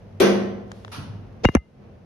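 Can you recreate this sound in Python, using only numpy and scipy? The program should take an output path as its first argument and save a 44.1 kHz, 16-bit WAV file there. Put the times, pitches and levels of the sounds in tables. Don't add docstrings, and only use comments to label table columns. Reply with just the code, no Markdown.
import sys
import numpy as np
from scipy import signal
from scipy.fft import rfft, irfft
from scipy.io import wavfile
from scipy.ndimage import uniform_filter1d, minimum_filter1d

SR = 44100
rng = np.random.default_rng(int(sys.argv[2]) if len(sys.argv) > 2 else 0)


def output_pcm(signal):
    pcm = np.clip(np.atleast_2d(signal).T, -1, 1) * 32767
    wavfile.write(sys.argv[1], SR, np.round(pcm).astype(np.int16))


N = 90404
CONTACT_RISE_S = 0.00074
ROOM_WIDE_HZ = 400

# start in seconds, relative level in dB.
SEAT_HITS = [(0.2008, -6), (0.2033, 1), (0.2175, -2)]


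def undb(db):
    return 10 ** (np.asarray(db) / 20)


def unit(x):
    return x / np.sqrt(np.mean(x ** 2))


def along(points, hz):
    p = np.array(points, float)
    return np.interp(np.log(np.maximum(hz, 1)), np.log(p[:, 0]), p[:, 1])


def since(start):
    return np.maximum(np.arange(N) / SR - start, 0)


def ride(points):
    return np.interp(since(0), *np.array(points).T)


def rise(t, seconds):
    return 1 - np.exp(-t / seconds)


def fade(t, t60):
    return (t > 0) * np.exp(-np.log(1000) * t / t60)


def wobble(rate):
    return np.interp(since(0) * rate, np.arange(1024), rng.standard_normal(1024))


def pan(db):
    return undb(np.array([[1], [-1]]) * db / 2)


def diffuse(colour):
    hz = np.fft.rfftfreq(N, 1 / SR)
    mid, side = np.exp(2j * np.pi * rng.random((2, len(hz))))
    side = side * (0.17 + 0.72 * hz ** 2 / (hz ** 2 + ROOM_WIDE_HZ ** 2))
    return unit(irfft(np.array([mid + side, mid - side]) * undb(along(colour, hz)), N))


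def click(start, colour, cut_hz, t60):
    t = since(start)
    burst = diffuse(colour) * fade(t, t60) * rise(t, CONTACT_RISE_S)
    lowpass = 1 / np.hypot(1, (np.fft.rfftfreq(N, 1 / SR) / cut_hz) ** 2)
    return 2 * irfft(rfft(burst) * lowpass, N)


def ventilation():
    # frequency in Hz, relative level in dB.
    air_colour = [(25, -25), (45, -6.5), (70, -5.5), (100, -2.5), (135, -5), (215, -4.5), (285, -16.5),
                  (450, -13), (700, -20), (1000, -28), (1700, -34), (2800, -39), (3800, -47.5),
                  (6000, -50.5), (7500, -68), (13800, -64)]
    # time in seconds, gain in dB.
    hum_swell = [(0, -6), (.16, 6.5), (.6, 0), (.95, 0.5), (1.15, 2.5), (1.4, 0), (1.65, -11), (2.05, -12)]
    # time in seconds, gain in dB.
    bed_level = [(0, -0.5), (.15, -0.5), (1.42, 0.5), (1.60, -11.5), (1.74, -7), (1.84, 0), (2.05, -4)]
    hum_gain = undb(-45.5 + ride(hum_swell) + 1.6 * wobble(12))
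    hum = hum_gain * np.sin(2 * np.pi * 100.9 * since(0) + 1.2 * wobble(11))
    air = undb(-44.5) * diffuse(air_colour)
    return (air + hum) * undb(ride(bed_level))


def resonances(hz, spacing_hz=14, depth_db=4.8):
    grid = np.arange(0, SR / 2, spacing_hz)
    ripple = np.interp(hz, grid, rng.standard_normal(len(grid)))
    return undb(depth_db * np.minimum(hz / 900, 1) * ripple)


def in_room(blows, colour, build_s=0.0048):
    # band centre in Hz, time to fall 60 dB in seconds.
    bands = [(100, 1.0), (400, 1), (1200, 0.76), (3000, 0.64), (6000, 0.54), (12000, 0.35)]
    hz = np.fft.rfftfreq(N, 1 / SR)
    peaks, out = resonances(hz), 0
    centres, decays = zip(*bands)
    shares = [along(list(zip(centres, row)), hz) for row in np.eye(len(bands))]
    for start, db in blows:
        t = since(start)
        wash = unit(irfft(rfft(diffuse(colour)) * peaks, N))
        spectrum = rfft(wash)
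        tail = sum(irfft(spectrum * share, N) * fade(t, t60) for share, t60 in zip(shares, decays))
        out = out + undb(db) * tail * rise(t, build_s)
    return out


def rubbing():
    # frequency in Hz, relative level in dB.
    colour = [(300, 9), (2000, 0), (4200, -6), (6400, -6), (7800, -25.5), (11000, -13.5), (14000, -23.5)]
    # time in seconds, level in dB.
    level = [(1.43, -72), (1.447, -52), (1.47, -48), (1.50, -51), (1.525, -54), (1.565, -57), (1.60, -86)]
    return diffuse(colour) * undb(ride(level) + 3.5 * wobble(250))


def fingers():
    # start in seconds, relative level in dB, treble cut-off in Hz.
    ticks = [(0.7167, -29.5, 7953), (0.8479, -29, 4010), (0.8792, -31.5, 3040)]
    # start in seconds, swell in seconds, peak level in dB.
    scuffs = [(1.434, 0.02, -18), (1.532, 0.015, -38)]
    # frequency in Hz, relative level in dB.
    tick_colour = [(150, -23), (800, 3.5), (1750, -1), (2500, -25), (3100, -3), (4200, -15.5), (5800, -10),
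                   (9000, -21.5), (15000, -26)]
    scuff_colour = [(100, -24), (450, 2), (900, -20.5), (2500, -21), (6400, -26.5), (7800, -41),
                    (14000, -58.5)]
    out = sum(undb(db) * click(start, tick_colour, cut_hz, t60=0.01) for start, db, cut_hz in ticks)
    for start, swell_s, db in scuffs:
        swell = np.interp(since(start) / swell_s, [0, 1, 1.2], [0, 1, 0])
        out = out + undb(db) * diffuse(scuff_colour) * swell
    return out


def lid():
    # time in seconds, level in dB.
    rustle_level = [(.66, -74), (.76, -60), (0.861, -64), (.92, -62), (1.0, -76)]
    # start in seconds, level in dB.
    clacks = [(.9155, -36.5), (.931, -41.5)]
    bumps = [(.972, -32), (1.075, -41), (1.115, -43)]
    # frequency in Hz, relative level in dB.
    rustle_colour = [(300, -6.5), (1500, 0), (3500, 0.5), (6200, -4.5), (7600, -14.5), (10000, -9.5),
                     (14000, -23)]
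    clack_colour = [(100, -26), (400, -9), (800, -3.5), (1400, 2), (1900, -9.5), (2600, -5), (4500, -8.5),
                    (6200, -11.5), (7600, -33), (9500, -11.5), (12500, -23.5), (14500, -40.5)]
    bump_colour = [(40, -24.5), (100, 8.5), (190, -2), (260, -0.5), (380, -18), (1000, -25.5), (4000, -76)]
    rustle = diffuse(rustle_colour) * undb(ride(rustle_level))
    return rustle + in_room(clacks, clack_colour) + in_room(bumps, bump_colour)


def case_ring():
    # pitch in Hz, time to fall 60 dB in seconds,
    # relative level in dB at the first hard knock, the same at the second.
    modes = [(1260, 0.22, -58.5, -51), (2068, 0.2, -32.5, -40), (2818, 0.12, -19, -42),
             (2830, 0.37, -49.5, -59.5), (3800, .12, -39, -63), (5690, .1, -52.5, -61),
             (6160, 0.086, -47, -59)]
    hard_knocks = (1.4515, 1.5507)
    out = 0
    for hz, t60, *levels in modes:
        for start, db in zip(hard_knocks, levels):
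            t = since(start)
            rattle = 0.11 * wobble(109.4)
            out = out + undb(db) * fade(t, t60) * (1 + rattle) * np.sin(2 * np.pi * hz * t + rattle)
    return out


def knocks():
    # start in seconds, thump level in dB, thump decay in seconds, first and final
    # pitch in Hz, pitch fall in seconds, relative click level in dB, click cut-off in Hz.
    hits = [(1.4482, -12.5, 0.0016, 725, 642, 0.0026, -9.5, 2450),
            (1.4515, -6, 0.006, 844, 42.4, 0.0043, 0, 3000),
            (1.4879, -15, 0.0043, 674, 67.3, .004, -11, 2000),
            (1.5507, -4.5, 0.0035, 620, 205, 0.0021, -6, 8950),
            (1.5547, -19, 0.0054, 122, 65.7, 0.0053, -7, 1460),
            (1.5669, -17, 0.0072, 162, 64.3, 0.0025, -12.5, 1500)]
    # frequency in Hz, relative level in dB.
    colour = [(200, -5), (600, 2.5), (1300, -2), (2300, 1), (4200, -26), (5400, -18), (6100, -6.5),
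              (7400, -31.5), (10000, -12.5), (12500, -24.5), (14500, -49)]
    stereo_phase = 0.23 * np.array([[1], [-1]])
    thumps, clicks = 0, 0
    for start, db, decay, first_hz, final_hz, fall, click_db, cut_hz in hits:
        t = since(start)
        cycles = final_hz * t + (first_hz - final_hz) * fall * rise(t, fall)
        punch = t / decay * np.exp(1 - t / decay)
        thumps = thumps + undb(db) * punch * np.sin(2 * np.pi * cycles + stereo_phase)
        snap = click(start, colour, cut_hz, t60=0.0059)
        body = undb(-10) * click(start, colour, cut_hz=1320, t60=0.02)
        clicks = clicks + undb(click_db) * (snap + body)
    return thumps + pan(4) * (clicks + case_ring())


def seat_crack(note_hz=394):
    # frequency in Hz, relative level in dB.
    colour = [(300, -19), (1200, -4), (2200, -5.5), (3500, -1.5), (6000, -10), (12000, -20), (14500, -28)]
    # start in seconds, relative level in dB.
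    thuds = [(0.204, -13), (0.2172, -6.5)]
    out = undb(-25) * diffuse(colour) * fade(since(0.2003), t60=0.037)
    for start, db in thuds:
        t = since(start)
        envelope = rise(t, CONTACT_RISE_S) * fade(t, t60=0.082)
        out = out + undb(db) * envelope * np.sin(2 * np.pi * note_hz * t)
    return pan(9.3) * out


def seat_ring(stereo_radians=0.59):
    # pitch in Hz, relative level in dB, time to fall 60 dB in seconds,
    # build-up in seconds.
    modes = [(196.3, 3.5, 0.86, 0.072), (212.9, -2, 0.83, 0.11), (248.5, -9.5, 1.0, 0.05),
             (322, -9.5, .7, 0.054), (354.7, 0.5, 0.76, 0.0033), (380, -2.5, 0.78, 0.0027),
             (411, -14, 0.78, 0.0084), (433, -11, 0.88, 0.0048), (462, -6, 0.87, .01),
             (539, -7, .85, 0.0033), (634, -13.5, 0.53, 0.012), (739.5, -14.5, 1, 0.0068),
             (1034, -19.5, 1, 0.0048), (1179, -13, 0.32, 0.027), (1530, -15, 0.67, 0.0074),
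             (2416, -20, 0.54, 0.0058), (3320, -17, 0.23, 0.0046), (3570, -19, .5, .005),
             (4540, -19.5, 0.25, .005), (5820, -22, .55, .005)]
    t = since(SEAT_HITS[1][0])
    out = 0
    for (hz, db, t60, build), (phase, side) in zip(modes, rng.random((len(modes), 2))):
        width = stereo_radians * min(hz / ROOM_WIDE_HZ, 1.6)
        stereo_phase = np.array([[1], [-1]]) * np.sign(side - 0.5) * width
        tone = np.sin(2 * np.pi * (hz * t + phase) + stereo_phase)
        out = out + undb(db) * rise(t, build) * fade(t, t60) * tone
    return undb(-12.5) * out * pan(6 * fade(t, t60=0.1))


def seat_bang():
    # frequency in Hz, relative level in dB.
    boom_colour = [(40, -35), (85, -20), (125, -4.5), (160, -15.5), (270, -13.5), (420, -5.5), (650, -9),
                   (1000, -17.5), (1600, -18), (2600, -20.5), (4500, -27.5), (6400, -28.5), (7600, -59),
                   (9000, -33.5), (12500, -39), (14500, -63)]
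    slap_colour = [(60, -37), (250, -1), (420, 3), (700, -12.5), (1200, -30), (2200, -6.5), (4500, -22),
                   (7500, -30), (12000, -22.5), (14500, -29)]
    boom = undb(-19.5) * in_room(SEAT_HITS, boom_colour)
    envelope = 0
    for start, db in SEAT_HITS:
        t = since(start)
        envelope = envelope + undb(db) * rise(t, CONTACT_RISE_S) * fade(t, t60=0.03)
    return boom + undb(-15) * pan(1.6) * diffuse(slap_colour) * envelope


def scene():
    seat = seat_crack() + seat_bang() + seat_ring()
    return seat + lid() + fingers() + rubbing() + knocks() + ventilation()


def record(dry):
    ceiling, window_samples, top_hz = 0.93, 89, 13900
    gain = np.minimum(1, ceiling / (np.abs(dry).max(axis=0) + 1e-9))
    gain = uniform_filter1d(minimum_filter1d(gain, window_samples), window_samples)
    lowpass = signal.ellip(8, 0.2, 70, top_hz, fs=SR, output="sos")
    return signal.sosfilt(lowpass, dry * gain)


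dry = scene()
out = record(dry)
output_pcm(out)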